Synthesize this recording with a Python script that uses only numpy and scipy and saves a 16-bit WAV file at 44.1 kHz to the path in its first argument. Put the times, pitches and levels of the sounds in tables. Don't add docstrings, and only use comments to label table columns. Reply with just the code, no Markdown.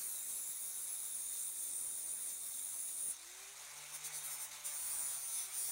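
import sys
import numpy as np
from scipy import signal
from scipy.fft import rfft, irfft, next_fast_len
from scipy.io import wavfile
from scipy.ndimage import uniform_filter1d, map_coordinates

SR = 44100
rng = np.random.default_rng(int(sys.argv[2]) if len(sys.argv) > 2 else 0)


def wrap_up_sound(samples):
    columns = np.atleast_2d(samples).T
    tamed = np.clip(columns, -1, 1)
    steps = np.round(tamed * 32767).astype(np.int16)
    wavfile.write(sys.argv[1], SR, steps)


N = 251811

# (frequency [Hz], peak level [dB])
ENGINE_HUM = [(68, -84)]
# (time [s], level [dB], half length [s])
GUSTS = [(1.29, -81, .03), (1.81, -85, 0.078), (2.1, -81, 0.045), (2.8, -93, .1), (4.94, -74.5, 0.085),
         (5.36, -93, .05), (5.67, -85, .07)]
# (frequency [Hz], relative density [dB per Hz])
BUFFET_COLOUR = [(10, -25), (25, 6), (55, 2), (120, 4), (300, -60)]
CALM_DB = -92
# (frequency [Hz], relative density [dB per Hz])
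RUMBLE_COLOUR = [(30, -1), (65, -3), (100, 2), (300, 6), (600, 4.5), (1200, -2.5), (2400, -12)]
FREE_RUMBLE_DB = -88

# (time [s], speed [turns per s])
WORK_SPEED = [(0.02, 117.6), (0.2, 100.8), (0.34, 100.8), (0.48, 96.3), (0.66, 100.2), (0.87, 102),
              (0.99, 97.6), (1.08, 99.9), (1.25, 87.8), (1.38, 96.5), (1.51, 87), (1.66, 93.2),
              (1.78, 88.8), (1.94, 95.2), (2.06, 90.8), (2.21, 96.6), (2.34, 91), (2.47, 96.6),
              (2.58, 90.6), (2.73, 98.3), (2.83, 95), (2.98, 100), (3.11, 97.2), (3.92, 150), (4.3, 147.4),
              (4.5, 147), (4.68, 148.8), (4.85, 146), (5.0, 142.5), (5.16, 137), (5.3, 135), (5.42, 130),
              (5.56, 132), (5.71, 127.5)]
LIFT_S, MEET_S = 3.11, 3.92
FREE_SPEED, RUN_UP_S = 154, 0.325
SPEED_JITTER = 0.25
GEARING = 38 / 13
SHAKE_DB = 0.73
REPEATS = [(.4, .22, .3), (.92, .22, .65)]

# (frequency [Hz], relative density [dB per Hz])
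ROAR_COLOUR = [(140, -40), (250, -23), (420, -19.5), (600, -10.5), (850, -7.5), (1400, -5.5), (1750, -7.5),
               (2200, -3), (3000, -1), (4500, -16.5)]
ROAR_DB, ROAR_POWER = -62.5, 2.01
ROAR_BEAT_DB = -0.5
LIFTED_DB, LIFTED_S = 1.5, 0.15
# (frequency [Hz], relative density [dB per Hz])
FAN_COLOUR = [(1800, -24.5), (3000, -17.5), (3350, -7.5), (3750, -3.5), (4200, -3), (5000, -1.5),
              (7000, -2.5), (10000, -5.5), (13000, -9.5), (16000, -21.5)]
FAN_DB, FAN_POWER = -56.5, 1.44
FAN_BEAT_DB, MOTOR_BEAT_DB = 1.5, 2.5
# (time [s], disc unbalance [dB], third multiple of disc speed [dB], fifth [dB], sixth [dB],
#   seventh [dB], other multiples [dB], motor unbalance [dB], twice a motor turn [dB])
TONES = [(0.5, -98, -94, -98, -88, -92, -80, -98, -97), (1.9, -99, -94, -92, -87, -92, -79, -98, -98),
         (2.2, -98, -92, -98, -90, -82, -80, -98, -98), (2.9, -95, -91, -98, -90, -82, -80, -91, -91),
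         (3.15, -98, -98, -98, -88, -92, -88, -85, -95), (3.27, -99, -98, -92, -88, -94, -84, -74, -82),
         (3.5, -85, -90, -87, -88, -92, -78, -73, -74), (3.65, -84, -84, -90, -83, -84, -76, -92, -79),
         (3.8, -77, -79, -82, -82, -82, -71, -88, -76), (4.1, -74, -79, -77, -77, -80, -73, -92, -75),
         (4.3, -75, -81, -74, -75, -76, -70, -90, -70), (4.42, -82, -82, -74, -75, -75, -70, -93, -70),
         (4.7, -80, -86, -81, -77, -79, -70, -92, -77), (5.0, -80, -85, -78, -79, -70, -69, -88, -72),
         (5.3, -81, -86, -82, -82, -80, -77, -81, -74), (5.55, -82, -88, -86, -82, -80, -84, -78, -74),
         (5.71, -87, -90, -86, -82, -82, -82, -79, -74)]
# (multiple of disc speed, level over their shared column [dB])
OTHER_MULTIPLES = [(2, -19), (4, -8), (8, -8), (9, -9), (10, -6)]
# (time [s], level [dB])
WHINE_LEVEL = [(0, -66), (.2, -67), (.3, -73), (1.1, -74), (1.4, -80), (3.1, -80), (3.18, -92), (4.6, -88),
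               (5.3, -76), (5.71, -74)]
# (frequency [Hz], relative gain [dB])
TOOTH_COLOUR = [(2500, -20), (3300, -10), (3700, 0), (4600, 0), (5200, -8)]
TEETH = 38
# (time [s], level [dB])
GEARCASE_LEVEL = [(0, -72), (.2, -67), (.5, -67.5), (1.2, -64), (2, -68), (2.6, -65.5), (3.1, -68),
                  (3.2, -66.5), (4.6, -68), (5.3, -71), (5.71, -68)]
# (frequency [Hz], relative density [dB per Hz])
GEARCASE_RING = [(3000, -30), (3450, -9), (3600, -1), (3740, 2), (3880, -8), (4100, -14), (4600, -22.5)]
GEARCASE_BEAT_DB = 1.5

# (time [s], grinding [dB], weave whistle over it [dB], panel rumble [dB])
BITES = [
    [(0.0, -45.5, -6, -70), (0.14, -43, -7, -74.5), (0.27, -45.5, -5.5, -71), (0.7, -45, -3, -73.5),
     (1.2, -47, -5, -74.5), (1.29, -49.5, 0, -75), (1.4, -44.5, -12, -74), (1.51, -47.5, -13, -76),
     (1.59, -46, -9.5, -70.5), (1.81, -46, -3, -68), (2.1, -49, -2, -71), (2.5, -47.5, -8.5, -74.5),
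     (2.66, -48, -2.5, -74), (2.81, -46, -4, -73), (2.95, -47.5, -5, -74.5), (3.11, -45, -1, -65)],
    [(4.66, -40, -12, -97), (4.714, -49, -17, -90), (4.75, -44.5, -12, -84), (5.01, -42.5, -9, -69),
     (5.152, -45, -11, -85), (5.206, -48.5, -4, -95), (5.356, -44, -10, -84), (5.46, -47, -8, -88),
     (5.495, -57.5, -5, -89), (5.55, -45, -8, -87), (5.6, -41, -8, -78), (5.71, -39.5, -17, -70)],
]
# (time [s], level [dB], half length [s])
TAPS = [(3.956, -45.5, 0.017), (4.061, -44.5, 0.018), (4.17, -44, 0.029), (4.258, -43, 0.02),
        (4.331, -42.5, 0.03), (4.428, -42.5, 0.029)]
ATTACK_S, RELEASE_DB_PER_S = 0.03, 453
# (time [s], low rasp over the grit [dB], rivet ring over the grit [dB])
SEATS = [(0, -35, -8), (.3, -40, -16), (1.4, -35, -12), (2, -30, -5.5), (2.5, -46, -11.5), (3.11, -32, -3),
         (3.9, -9, -7), (4.5, -14.5, -11), (5, -11.5, -3), (5.2, -8, -5), (5.35, -7.5, -2.5), (5.5, -9, -6),
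         (5.71, -12.5, -8)]
# (frequency [Hz], relative density [dB per Hz])
GRIT_COLOUR = [(4000, -32.5), (5200, -15), (6000, -12.5), (6800, -5.5), (7400, -2.5), (8200, -6.5),
               (9300, -4.5), (10200, -5.5), (11500, -4), (13200, -7), (15100, -4.5), (16000, -4.5)]
# (frequency [Hz], relative density [dB per Hz])
RASP_COLOUR = [(500, -49), (1500, -15), (2800, -21), (3400, 4.5), (4000, -1), (4700, 6.5), (5400, 4),
               (6200, 4), (7500, -45), (10000, -45)]
# (frequency [Hz], relative density [dB per Hz])
RING_COLOUR = [(7000, -68), (8400, -13.5), (9000, -6), (9450, -7), (9800, -5.5), (10400, -17), (12000, -45)]
WEAVE = 103.7
CELLS = 512

# (frequency [Hz], gain [dB])
MIC_CASE = [(2300, 0.5), (2950, -8.5), (3750, 0), (4400, -4), (5100, -6.5), (6400, 2.5), (7400, -0.5),
            (8000, -1.5), (9200, 4.5), (11000, -2.5), (14000, -2), (15600, 3)]
SQUEEZE = 0.031
TOP_HZ = 15760


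def amp(db):
    return 10 ** (np.asarray(db) / 20)


def unit(x):
    return x / np.sqrt(np.mean(x ** 2) + 1e-20)


def along(points, hz):
    f, v = np.transpose(points)
    return np.interp(np.log(hz + 1), np.log(f + 1), v)


def curves(rows):
    s, *columns = np.transpose(rows)
    return [np.interp(np.arange(N) / SR, s, column) for column in columns]


def swells(rows):
    t = np.arange(N) / SR
    return sum(amp(db - 5.4 * ((t - s) / half) ** 2) for s, db, half in rows)


def wobble(rate):
    knots = rng.standard_normal(int(N * rate / SR) + 4)
    return map_coordinates(knots, [np.arange(N) * rate / SR])


def filtered(x, response, rate=SR):
    m = next_fast_len(x.shape[-1] + 8192)
    spectrum = rfft(x, m) * response(np.fft.rfftfreq(m, 1 / rate))
    return irfft(spectrum, m)[..., :x.shape[-1]]


def coloured(x, colour):
    return unit(filtered(x, lambda hz: amp(along(colour, hz))))


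def patchy(x, depth_db, size=(8, 6)):
    z = signal.stft(x, nperseg=512)[2]
    field = uniform_filter1d(rng.standard_normal(z.shape), size[0], 0)
    field = uniform_filter1d(field, size[1], 1)
    return signal.istft(z * amp(depth_db * unit(field)), nperseg=512)[1][:N]


def per_rivet(rows):
    return curves([(LIFT_S, *rows[0]), (MEET_S, *rows[1])])


def disc_face(turns, memory, order_gain, steady):
    fresh = rng.standard_normal((2, 900, CELLS))
    worn = signal.lfilter([1], [1, -memory], fresh[0], axis=0)
    lengths = rfft(worn)
    worn = irfft(lengths / (np.abs(lengths) + 1e-9) ** 0.45)
    faces = [unit(filtered(f.ravel(), order_gain, CELLS)) for f in (worn, fresh[1])]
    repeating, new = [map_coordinates(f, [(turns + 30) * CELLS]) for f in faces]
    return np.sqrt(steady) * repeating + np.sqrt(1 - steady) * new


def broad(order):
    return order < 190


def around(centre, width):
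    return lambda order: 1 / (1 + ((order - centre) / width) ** 2)


def disc_speed():
    t = np.arange(N) / SR
    speed = curves(WORK_SPEED)[0]
    shortfall = FREE_SPEED - speed[round(LIFT_S * SR)]
    free = FREE_SPEED - shortfall * np.exp(-(t - LIFT_S) / RUN_UP_S)
    speed = np.where((t > LIFT_S) & (t < MEET_S), free, speed)
    speed = uniform_filter1d(speed, size=1200, mode="nearest")
    return speed + SPEED_JITTER * wobble(16)


def contact():
    t = np.arange(N) / SR
    bite, weave, shake = swells(TAPS), 0, amp(FREE_RUMBLE_DB)
    for rows in BITES:
        level_db, weave_db, rumble_db = curves(rows)
        landing = np.clip((t - rows[0][0]) / ATTACK_S + 1, 0, 1) ** 2
        release = amp(-RELEASE_DB_PER_S * np.maximum(t - rows[-1][0], 0))
        on = landing * release
        bite = bite + on * amp(level_db)
        weave = weave + on * amp(level_db + weave_db)
        shake = shake + on * amp(rumble_db)
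    return bite, weave, shake


def far_engine():
    hz, db = ENGINE_HUM[0]
    phase = 2 * np.pi * hz * np.arange(N) / SR + 0.12 * wobble(4.3)
    return amp(db + 1.1 * wobble(4.0)) * np.sin(phase)


def wind():
    strength = (swells(GUSTS) + amp(CALM_DB)) * amp(2.5 * wobble(7.9))
    return strength * coloured(rng.standard_normal(N), BUFFET_COLOUR)


def panel_rumble(shake):
    return shake * amp(1.2 * wobble(16)) * coloured(rng.standard_normal(N), RUMBLE_COLOUR)


def motor_texture(turns, steady):
    noise = disc_face(turns, 0.9, broad, steady)
    return patchy(patchy(noise, depth_db=1.23), depth_db=1.52, size=(2, 9))


def gear_roar(turns, faster_db, beat):
    lifted = 1 - np.exp(-np.maximum(np.arange(N) / SR - LIFT_S, 0) / LIFTED_S)
    rattle = motor_texture(turns, per_rivet(REPEATS)[1])
    level_db = ROAR_DB + ROAR_POWER * faster_db + LIFTED_DB * lifted + ROAR_BEAT_DB * beat
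    return amp(level_db) * coloured(rattle, ROAR_COLOUR)


def fan_hiss(turns, faster_db, beat):
    air = motor_texture(turns, per_rivet(REPEATS)[2])
    motor_beat = np.cos(2 * np.pi * GEARING * turns)
    level_db = FAN_DB + FAN_POWER * faster_db + FAN_BEAT_DB * beat + MOTOR_BEAT_DB * motor_beat
    return amp(level_db + 1.13 * wobble(120)) * coloured(air, FAN_COLOUR)


def shaft_tones(turns):
    def tone(k):
        phase = 2 * np.pi * k * turns + 0.36 * k ** 0.5 * wobble(14) + k * k
        return np.sqrt(2) * np.sin(phase)

    *disc_db, higher_db, motor_db, twice_db = curves(TONES)
    multiples = (1, 3, 5, 6, 7, GEARING, 2 * GEARING)
    levels_db = (*disc_db, motor_db, twice_db)
    tones = sum(amp(db) * tone(k) for k, db in zip(multiples, levels_db))
    tones += sum(amp(higher_db + db + 1.0 * wobble(2.47)) * tone(k) for k, db in OTHER_MULTIPLES)
    return tones


def gear_teeth(turns, beat):
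    chatter = disc_face(turns, 0.85, broad, 0.45)
    mesh = disc_face(turns, 0.8, around(TEETH, 0.7), 0.6)
    whine = amp(curves(WHINE_LEVEL)[0]) * coloured(mesh, TOOTH_COLOUR)
    case_db = curves(GEARCASE_LEVEL)[0] + GEARCASE_BEAT_DB * beat
    ringing = amp(case_db) * coloured(chatter, GEARCASE_RING)
    return amp(1.6 * wobble(29.77)) * (whine + ringing)


def motor(turns, speed):
    faster_db = 20 * np.log10(speed / 100)
    beat = np.cos(2 * np.pi * turns)
    noise = gear_roar(turns, faster_db, beat) + fan_hiss(turns, faster_db, beat)
    return noise + shaft_tones(turns) + gear_teeth(turns, beat)


def grinding(turns, bite, weave):
    steady = per_rivet(REPEATS)[0]
    grit = patchy(disc_face(turns, 0.94, broad, steady), depth_db=0.5)
    grit = patchy(grit, depth_db=3.2, size=(2, 9))
    ply = disc_face(turns, 0.8, around(WEAVE, 1.15), steady)
    rasp_db, ring_db = curves(SEATS)
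    steel = coloured(grit, GRIT_COLOUR)
    steel = steel + amp(rasp_db + 1.4 * wobble(9.6)) * coloured(grit, RASP_COLOUR)
    steel = steel + amp(ring_db) * coloured(grit, RING_COLOUR)
    beat_db = 0.5 * np.cos(2 * np.pi * turns) + 0.33 * np.cos(4 * np.pi * turns + 1)
    unsteady_db = 0.51 * wobble(9) + 0.29 * wobble(27) + 0.21 * wobble(300)
    whistle = weave * amp(1.15 * wobble(14)) * ply
    return amp(beat_db + unsteady_db) * (bite * steel + whistle)


def scene():
    speed = disc_speed()
    turns = np.cumsum(speed) / SR
    bite, weave, shake = contact()
    hands = amp(SHAKE_DB * wobble(18))
    background = far_engine() + wind() + panel_rumble(hands * shake)
    tool = hands * (motor(turns, speed) + grinding(turns, bite, weave))
    return np.tile(background + tool, (2, 1))


def record(dry):
    x = filtered(dry, lambda hz: amp(along(MIC_CASE, hz)))
    x = x / (1 + np.abs(x / SQUEEZE) ** 3) ** (1 / 3)
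    return filtered(x, lambda hz: hz < TOP_HZ)


dry = scene()
out = record(dry)
wrap_up_sound(out)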